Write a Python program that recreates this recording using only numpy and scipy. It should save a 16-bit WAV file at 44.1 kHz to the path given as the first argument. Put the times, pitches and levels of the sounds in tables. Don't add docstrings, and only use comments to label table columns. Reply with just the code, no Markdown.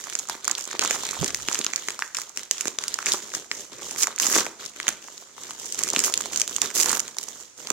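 import sys
import numpy as np
from scipy import signal
from scipy.fft import rfft, irfft
from scipy.io import wavfile

SR = 44100
rng = np.random.default_rng(int(sys.argv[2]) if len(sys.argv) > 2 else 0)


def int16_out(signal):
    q = np.round(np.clip(np.atleast_2d(signal).T, -1, 1) * 32767)
    wavfile.write(sys.argv[1], SR, q.astype(np.int16))


N = 340644

# (time [s], crack level [dB], facet level [dB], facet pitch [Hz])
CREASE_SNAPS = [(0.0696, -24.5, -29, 1270), (0.1527, -16, -16.5, 3720), (0.2869, -22, -32, 1322),
                (0.2968, -10, -20, 960), (0.445, -18, -36.5, 1536), (0.4787, -6.5, -16.5, 1334),
                (0.4969, -24.5, -26, 1830), (0.5126, -11.5, -14.5, 3890), (0.5515, -24, -20.5, 3700),
                (0.5782, -27.5, -29, 2917), (0.7124, -21.5, -28.5, 1790), (0.7295, -26, -26, 1060),
                (0.751, -38, -24.5, 1480), (0.7934, -6.5, -10.5, 2670), (0.818, -17.5, -18, 3750),
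                (0.839, -19, -24, 1810), (0.8488, -14.5, -20, 1251), (0.876, -12.5, -26.5, 1400),
                (0.8996, -25, -26, 2610), (0.9087, -11.5, -12.5, 2180), (1.0345, -19, -26, 860),
                (1.305, -22, -24.5, 1515), (1.4853, -13.5, -13, 2470), (1.514, -18, -24, 1020),
                (1.5455, -13, -16.5, 3103), (1.5547, -28, -16, 2360), (1.6133, -26.5, -18.5, 2495),
                (1.6453, -11.5, -21, 3283), (1.665, -25, -11.5, 2484), (1.7352, -22.5, -16.5, 2394),
                (1.7598, -13, -15.5, 3196), (1.7787, -33, -27, 1640), (1.8851, -17, -13.5, 2364),
                (1.9047, -18.5, -21, 2098), (1.9914, -20, -22, 1320), (2.0223, -22.5, -13, 1690),
                (2.147, -18, -26.5, 1410), (2.1515, -25.5, -23, 2286), (2.1857, -23, -24, 1270),
                (2.3732, -11, -19, 3056), (2.3937, -25.5, -29.5, 2520), (2.4326, -24, -33.5, 3120),
                (2.511, -3, -10.5, 3362), (2.5812, -22.5, -29, 2420), (2.655, -19, -23.5, 1520),
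                (2.672, -20, -22.5, 2450), (2.681, -14, -24, 3340), (2.7871, -11, -14.5, 3805),
                (2.838, -15, -18, 2425), (2.9416, -11, -20, 3900), (2.9882, -18.5, -19, 1533),
                (3.0268, -26, -25.5, 1940), (3.0664, -21, -15.5, 2480), (3.0864, -29, -18, 2430),
                (3.105, -25, -31, 1307), (3.12, -15, -11, 3550), (3.135, -10.5, -21, 3270),
                (3.338, -32.5, -22, 1880), (3.35, -11, -26, 1980), (3.5146, -19.5, -12.5, 1980),
                (4.042, -33, -19.5, 3100), (4.0707, -13.5, -17, 1260), (4.18, -30.5, -23.5, 1890),
                (4.2258, -16, -18, 3260), (4.2328, -15.5, -18, 2954), (4.2446, -15, -29, 2437),
                (4.349, -10, -23, 3472), (4.3628, -22, -15, 3275), (4.4539, -24, -25, 1500),
                (4.4648, -22, -22.5, 1948), (4.6243, -35, -34, 1170), (4.8005, -20, -17.5, 1800),
                (4.8293, -26, -27, 3230), (4.8681, -32.5, -23.5, 1980), (4.8806, -9.5, -9, 2760),
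                (4.8879, -8.5, -18, 1352), (5.0836, -41.5, -31.5, 1011), (5.1784, -30, -32, 3870),
                (5.5079, -18.5, -27.5, 1457), (5.6578, -23.5, -32, 2860), (5.7454, -20.5, -27, 3880),
                (5.8558, -29, -34, 3270), (5.9493, -19, -24.5, 2650), (5.9626, -19, -6.5, 3335),
                (5.9836, -20, -35, 1680), (6.08, -34, -21, 1100), (6.1392, -6.5, -10.5, 3350),
                (6.2062, -17, -25.5, 1140), (6.258, -21, -26, 962), (6.3331, -20.5, -26, 1160),
                (6.36, -11.5, -16, 2800), (6.5829, -24.5, -23.5, 1090), (6.617, -3.5, -11, 3100),
                (6.7029, -25.5, -29, 1669), (6.712, -28, -28, 1490), (6.8589, -11, -22, 2280),
                (6.885, -18, -27, 3735), (6.8937, -10.5, -21, 3400), (6.9061, -17, -21, 1784),
                (6.915, -13, -25, 1120), (6.9292, -10.5, -17, 1116), (6.9708, -16.5, -25, 1830),
                (7.1678, -23, -33.5, 948.7), (7.6715, -25.5, -22, 3950), (7.7024, -4.5, -11.5, 1440)]
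# (time [s], crack level [dB])
BRIGHT_TICKS = [(0.0116, -26.5), (0.0397, -20), (0.099, -19), (0.134, -25.5), (0.17, -33.5),
                (0.1893, -15.5), (0.1942, -16), (0.4514, -18), (0.5815, -15), (0.6404, -21.5),
                (0.6533, -25), (0.6761, -22), (0.8367, -16), (0.9289, -22), (1.052, -19), (1.0664, -19),
                (1.1103, -13.5), (1.2441, -11), (1.261, -16), (1.2795, -11.5), (1.3456, -6.5),
                (1.5284, -14), (1.5895, -11), (2.1686, -13), (2.1988, -23), (2.217, -16), (2.294, -28.5),
                (2.6091, -10), (2.6759, -19), (2.8811, -13), (3.0595, -9.5), (3.127, -14), (3.3471, -20.5),
                (3.7316, -29), (3.9096, -19), (3.9904, -26.5), (4.009, -16), (4.0253, -10), (4.0321, -5),
                (4.1609, -21), (4.1859, -18.5), (4.199, -4), (4.258, -14), (4.2667, -12), (4.2745, -16),
                (4.326, -13.5), (4.34, -28), (4.3544, -12), (4.382, -9), (4.4057, -12), (4.6612, -17),
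                (5.041, -30), (5.4355, -26), (5.7235, -15.5), (5.7902, -10), (5.8354, -7), (5.8781, -14.5),
                (5.8882, -14.5), (5.902, -10.5), (5.9338, -15), (5.9913, -5.5), (6.002, -16), (6.039, -8),
                (6.0451, -7.5), (6.0495, -17), (6.1239, -16.5), (6.1761, -10.5), (6.21, -18), (6.3739, -12),
                (6.3985, -13.5), (6.4068, -13.5), (6.416, -5), (6.477, -14), (6.5634, -13.5), (6.7995, -6),
                (6.8055, -14), (6.8116, -5.5), (6.8257, -13.5), (6.8321, -8.5), (6.951, -14),
                (6.9949, -11.5), (7.0017, -12), (7.08, -23.5), (7.1848, -13), (7.2123, -25),
                (7.2296, -24.5), (7.2372, -20), (7.2863, -21.5), (7.409, -32.5)]
# (time [s], flap level [dB])
SHEET_FLAPS = [(0.2953, -31), (0.3521, -31.5), (0.6748, -31), (0.742, -27), (0.7505, -27), (0.7928, -22),
               (0.8485, -27), (0.909, -18.5), (1.2288, -15), (1.2363, -19.5), (1.247, -21), (1.4855, -19.5),
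               (1.5894, -26.5), (1.6008, -23.5), (1.8854, -29), (2.511, -33.5), (2.6565, -23),
               (2.6795, -22.5), (2.7855, -28.5), (3.0662, -32), (3.1411, -23), (4.2854, -24), (4.3126, -24),
               (4.3635, -12.5), (4.382, -15), (4.4667, -22.5), (4.8917, -29), (5.9369, -19), (5.97, -20),
               (6.8929, -27), (7.7067, -18)]
# (start [s], hold [s], crack level [dB], facet over crack [dB])
HAND_SQUEEZES = [(0, 0.23, -41, -3), (0.3, 0.032, -38.5, 0), (0.437, 0.11, -44.5, 5),
                 (0.58, 0.018, -34.5, -9.5), (0.675, 0.085, -44, 4), (0.809, 0.049, -33, 1.5),
                 (0.9, 0.036, -32, -6.5), (0.95, 0.21, -35.5, 0), (1.195, 0.082, -34.5, -2),
                 (1.363, 0.058, -37.5, -3.5), (1.479, 0.084, -33.5, -2.5), (1.586, 0.13, -42, -1.5),
                 (1.75, 0.18, -40, -2), (2.002, 0.051, -41.5, -5.5), (2.164, 0.053, -38.5, -3.5),
                 (2.361, 0.035, -39.5, -2), (2.531, 0.16, -39.5, -3.5), (2.807, 0.22, -40.5, -0.5),
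                 (3.065, 0.073, -29.5, -5.5), (3.225, 0.11, -42, -3), (3.341, 0.015, -34.5, -4),
                 (3.514, 0.097, -38, -7.5), (3.723, 0.14, -45.5, 2), (3.818, 0.22, -37.5, -5.5),
                 (4.072, 0.046, -45.5, 3), (4.341, 0.046, -26.5, -3.5), (4.601, 0.055, -40.5, -0.5),
                 (4.764, 0.12, -43.5, -1), (4.882, 0.0074, -36, 0.5), (5.024, 0.19, -46, -5.5),
                 (5.21, 0.27, -56, 0), (5.379, 0.16, -41.5, -3.5), (5.588, 0.17, -37.5, -7.5),
                 (5.779, 0.12, -34.5, -3), (5.937, 0.15, -33, -6), (6.154, 0.12, -38, -1.5),
                 (6.323, 0.088, -34.5, -5), (6.483, 0.088, -37, -6.5), (6.62, 0.034, -33, -3),
                 (7.017, 0.065, -42.5, -2), (7.179, 0.24, -43.5, -5.5), (7.582, 0.14, -42.5, -4.5)]
# (start [s], hold [s], crack level [dB], facet over crack [dB])
SHEET_TEARS = [(3.985, 0.046, -28, -19.5), (4.207, 0.18, -27.5, -10.5), (6.041, 0.03, -26.5, -17.5),
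               (6.751, 0.066, -24.5, -13.5), (6.844, 0.13, -32, -5)]
# (time [s], level [dB])
LOW_FLAP_LEVEL = [(3.0, -4.5), (3.6, 3.5), (4.3, -3), (5.8, 1)]
# (time [s], left minus right [dB])
HAND_PLACE = [(0, -1), (5.5, 1.5), (6.8, -2.5), (7.72, -1)]
# (time [s], centre [Hz], level [dB])
AIR_PUFF = [(.95, 54.67, -58), (1.185, 60.35, -50), (1.2, 105, -27), (1.21, 114, -24), (1.22, 135.1, -17.5),
            (1.237, 227, -27.5), (1.262, 75.4, -42), (1.45, 59.5, -41), (1.6, 50.5, -75)]
# (frequency [Hz], gain [dB])
LEFT_COLOUR = [(30, -20), (150, -5), (300, -4), (750, 1.5), (1200, 3.5), (3800, 5.5), (5500, 13),
               (6200, 16.5), (7200, 8), (9000, -3), (15000, -26.5)]
RIGHT_COLOUR = [(30, -21.5), (100, -9), (300, -3.5), (750, 2.5), (1200, 7.5), (3800, 6), (6000, 16),
                (7000, 21), (8200, 12), (10000, 3), (15000, -10)]

SQUEEZE_RISE_DB_S, SQUEEZE_FALL_DB_S = 900, 163
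TEAR_RISE_DB_S, TEAR_FALL_DB_S = 1500, 505
SQUEEZE_FLAP_DB, SQUEEZE_SIZZLE_DB = -5, -10.5
TEAR_FLAP_DB, TEAR_SIZZLE_DB = -5, -0.5
SNAP_FLAP_DB = -21.5
TICK_FACET_DB, TICK_FLAP_DB = -12.5, -29.5
RIP_DB = -33
RIP_DRAG, RIP_DENSITY = 1.3, 4

GRAIN = 512
FACET_Q, FLAP_Q = 1.8, 2.1
PORT_HZ = 6500
TABLE_ECHO_S, TABLE_ECHO_DB = 0.0008565, -11
PATCHY_DB = 1.5
MURMUR_DB, MURMUR_CUTOFF_HZ, HISS_DB = -59.5, 296, -61
ROOM_T60_S, ROOM_TREBLE_T60_S, ROOM_GAP_S, ROOM_DB = 0.48, 0.22, 0.0029, -13
TOP_HZ = 15900


def undb(db):
    return 10 ** (np.asarray(db) / 20)


def unit(x):
    return x / np.sqrt(np.mean(x ** 2, axis=-1, keepdims=True))


def ring(f, hz, q):
    s = 1j * f / hz
    return (s / q) / (1 + s / q + s * s)


def band(x, lo_hz, hi_hz):
    return unit(signal.sosfilt(signal.butter(2, [lo_hz, hi_hz], "bandpass", fs=SR, output="sos"), x))


def lowpass(x, order, hz):
    return signal.sosfilt(signal.butter(order, hz, fs=SR, output="sos"), x)


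def gestures(t, rows, rise_db_s, fall_db_s, flap_db, sizzle_db):
    start, hold, crack_db, facet_db = np.transpose(rows)[:, :, None]
    before, after = np.maximum(start - t, 0), np.maximum(t - start - hold, 0)
    db = crack_db - rise_db_s * before - fall_db_s * after
    offsets_db = (0, facet_db, facet_db + flap_db, sizzle_db)
    return np.array([np.sum(undb(db + over) ** 2, axis=0) for over in offsets_db])


def rustle_at(s):
    t = np.arange(0, N / SR, .002)
    power = gestures(t, HAND_SQUEEZES, SQUEEZE_RISE_DB_S, SQUEEZE_FALL_DB_S,
                     SQUEEZE_FLAP_DB, SQUEEZE_SIZZLE_DB)
    power += gestures(t, SHEET_TEARS, TEAR_RISE_DB_S, TEAR_FALL_DB_S, TEAR_FLAP_DB, TEAR_SIZZLE_DB)
    power[2] *= undb(np.interp(t, *np.transpose(LOW_FLAP_LEVEL))) ** 2
    balance_db = np.interp(s, *np.transpose(HAND_PLACE))
    return [np.interp(s, t, 10 * np.log10(p)) for p in power] + [balance_db]


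def column(values):
    return np.asarray(values, float)[:, None]


def peak(x):
    return np.abs(x).max(axis=1, keepdims=True)


def buckle(s, crack_db, facet_db, facet_hz, flap_db, pan_db, burst_s, shared=0.12):
    t, f = np.arange(GRAIN) / SR, np.arange(GRAIN // 2 + 1) * SR / GRAIN
    chance = rng.standard_normal((len(s), 3 * GRAIN + 4))
    length = column(burst_s * np.exp(.3 * chance[:, -1]))
    trail = np.exp(-t / (0.47 * length)) + 0.43 * np.exp(-t / (2.56 * length))
    sharp = np.minimum(t / .0001, 1) * trail
    common = chance[:, :GRAIN] * sharp
    envelope = t / length * np.exp(-t / length)
    jump = rfft(envelope * (1 + 1.9 * chance[:, :GRAIN]) * np.exp(-t / 0.00016), axis=1)
    facet_hz = column(facet_hz)
    facet = irfft(jump * ring(f, facet_hz, FACET_Q) * ring(f, facet_hz, 0.26), axis=1)
    flap_hz = column(360 * np.exp(0.13 * chance[:, -2]))
    flap = irfft(jump * ring(f, flap_hz, FLAP_Q) * ring(f, flap_hz, 0.37), axis=1)
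    bright = ring(f, column(10500 * np.exp(0.37 * chance[:, -4])), 0.23)
    bright = bright * f / (f - 1j * 2700) * (1 + 1j * f / 11000)
    lag = column(1.56 + 3.15 * chance[:, -3]) / SR
    echo_s = TABLE_ECHO_S * np.exp(0.235 * column(chance[:, -2]))
    echo = 1 + undb(TABLE_ECHO_DB) * np.exp(-2j * np.pi * f * echo_s)
    at = (np.clip(s, 0, N / SR) * SR).astype(int)[:, None] + np.arange(GRAIN)
    out = np.zeros((2, N + GRAIN))
    for ear, side in enumerate((.5, -.5)):
        own = chance[:, (ear + 1) * GRAIN:(ear + 2) * GRAIN] * sharp
        spec = rfft(np.sqrt(shared) * common + np.sqrt(1 - shared) * own, axis=1) * bright
        port_peak = peak(irfft(spec * ring(f, PORT_HZ, 1.246), axis=1))
        crack = irfft(spec, axis=1) / port_peak * 0.55
        grain = undb(column(crack_db + side * pan_db)) * crack
        grain += undb(column(facet_db + side * pan_db)) * facet / peak(facet)
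        grain += undb(column(flap_db)) * flap / peak(flap)
        path = echo * np.exp(-2j * np.pi * f * (side * lag + 8 / SR))
        placed = irfft(rfft(grain, axis=1) * path, axis=1)
        out[ear] = np.bincount(at.ravel(), placed.ravel(), N + GRAIN)[:N + GRAIN]
    return out[:, :N]


def rustle(count=1500, spread_db=3.0, own_db=2.5):
    u, g = rng.random((count, 2)).T, rng.standard_normal((count, 5)).T
    t = np.arange(0, N / SR, .002)
    so_far = np.cumsum(1 + RIP_DENSITY * (rustle_at(t)[0] > RIP_DB))
    s = np.interp(u[0] * so_far[-1], so_far, t)
    crack_db, facet_db, flap_db, _, pan_db = rustle_at(s)
    size_db = -spread_db * np.log(1 - .985 * u[1])
    facet_hz = np.clip(1700 * np.exp(0.57 * g[2]), 600, 4500)
    return buckle(s, crack_db + size_db + 2.0 * g[3] - 4.0,
                  facet_db + size_db + own_db * g[0], facet_hz,
                  flap_db + size_db + own_db * g[1] - 0.5,
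                  pan_db + 5.8 * g[4], burst_s=.0006)


def rubbing(flicker_db=3.0, own_db=2.0, rip_db=0.44, flicker_hz=200):
    crack_db, facet_db, flap_db, sizzle_db, pan_db = rustle_at(np.arange(N) / SR)
    ripping = np.clip((crack_db - RIP_DB) / 4, 0, 1)
    walks = band(rng.standard_normal((5, N)), 4.5, flicker_hz)
    spurts = undb((flicker_db + rip_db * ripping) * walks[0] + own_db * walks[1:])
    noise = rng.standard_normal((3, N))
    near = noise[0] + 1.48 * noise[1:]
    drift = undb(PATCHY_DB * band(rng.standard_normal((4, N)), 3.0, 7.5))
    edges = np.geomspace(700, 4200, 5)
    facets = sum(drift[k] * band(near, edges[k], edges[k + 1]) * np.sqrt(edges[k]) for k in range(4))
    hiss = spurts[0] * undb(crack_db - 9.0) * band(noise[1:], 3200, 16700)
    hiss += spurts[1] * undb(sizzle_db) * band(noise[1:], 11000, 16600)
    hiss += spurts[2] * undb(facet_db - 9.5) * unit(facets)
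    hiss += spurts[3] * undb(flap_db - 2.5) * band(noise[0] + 0.14 * noise[1:], 185, 510)
    stirred = undb(flap_db + [[-11], [0]]) * band(noise[1:], 30, 115)
    return hiss * undb(np.array([pan_db, -pan_db]) / 2) + stirred


def stillness():
    murmur = lowpass(rng.standard_normal((2, N)), 1, MURMUR_CUTOFF_HZ)
    return undb(MURMUR_DB) * unit(murmur) + undb(HISS_DB) * rng.standard_normal((2, N))


def dragged(s):
    return 0.00045 * (1.5 + RIP_DRAG * (rustle_at(s)[0] > RIP_DB))


def snaps():
    s, crack_db, facet_db, facet_hz = np.transpose(CREASE_SNAPS)
    g = rng.standard_normal((len(s), 2)).T
    flap_db = facet_db + SNAP_FLAP_DB + 3 * g[1]
    creases = buckle(s, crack_db, facet_db, facet_hz, flap_db, rustle_at(s)[4] + 3 * g[0],
                     burst_s=dragged(s))
    s, db = np.transpose(BRIGHT_TICKS)
    g = rng.standard_normal((len(s), 2)).T
    facet_hz = 2600 * np.exp(0.092 * g[1])
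    ticks = buckle(s, db, db + TICK_FACET_DB, facet_hz, db + TICK_FLAP_DB,
                   rustle_at(s)[4] + 3 * g[0], burst_s=dragged(s))
    s, db = np.transpose(SHEET_FLAPS)
    flaps = buckle(s, db - 40, db - 33, 620 + 0 * s, db, 0 * s, burst_s=0.00024)
    return creases + ticks + flaps


def room(x):
    t = np.arange(int(.6 * SR)) / SR
    noise = rng.standard_normal((3, len(t)))
    low = lowpass(noise, 1, 1500)
    onset = 1 - np.exp(-(t / ROOM_GAP_S) ** 2)
    bass = (low[0] + 0.62 * low[1:]) * undb(-60 * t / ROOM_T60_S)
    treble = (noise - low)[1:] * undb(-60 * t / ROOM_TREBLE_T60_S)
    tail = unit((bass + treble) * onset) * undb(ROOM_DB) / np.sqrt(len(t))
    return signal.fftconvolve(x.mean(axis=0, keepdims=True), tail, axes=1)[:, :N]


def puff():
    s, hz, db = np.transpose(AIR_PUFF)
    t = np.arange(N) / SR
    phase = 2 * np.pi * np.cumsum(np.interp(t, s, hz)) / SR
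    sway = unit(lowpass(rng.standard_normal((2, N)), 2, 60))
    wavering = np.cos(phase + 0.87 * sway[0]) + 0.87 * sway[1]
    gust = undb(np.interp(t, s, db, -200, -200)) * wavering
    return gust * undb([[-16], [6]])


def colour(x, points):
    hz, db = np.transpose(points)
    f = np.maximum(np.arange(1025) * SR / 2048, 1)
    log_gain = np.interp(np.log(f), np.log(hz), db) * np.log(10) / 20
    ceps = irfft(log_gain)
    ceps[1:1024] *= 2
    ceps[1025:] = 0
    response = irfft(np.exp(rfft(ceps)))
    return signal.fftconvolve(x, response)[:len(x)]


def scene():
    paper = snaps() + rustle() + rubbing()
    return paper + room(paper) + puff() + stillness()


def record(dry):
    heard = np.array([colour(dry[0], LEFT_COLOUR), colour(dry[1], RIGHT_COLOUR)])
    heard = signal.sosfilt(signal.butter(1, 30, "highpass", fs=SR, output="sos"), heard)
    rounded = heard / (1 + (heard / .8) ** 4) ** .25
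    top_cut = signal.ellip(12, .3, 110, TOP_HZ, fs=SR, output="sos")
    return signal.sosfilt(top_cut, rounded)


dry = scene()
out = record(dry)
int16_out(out)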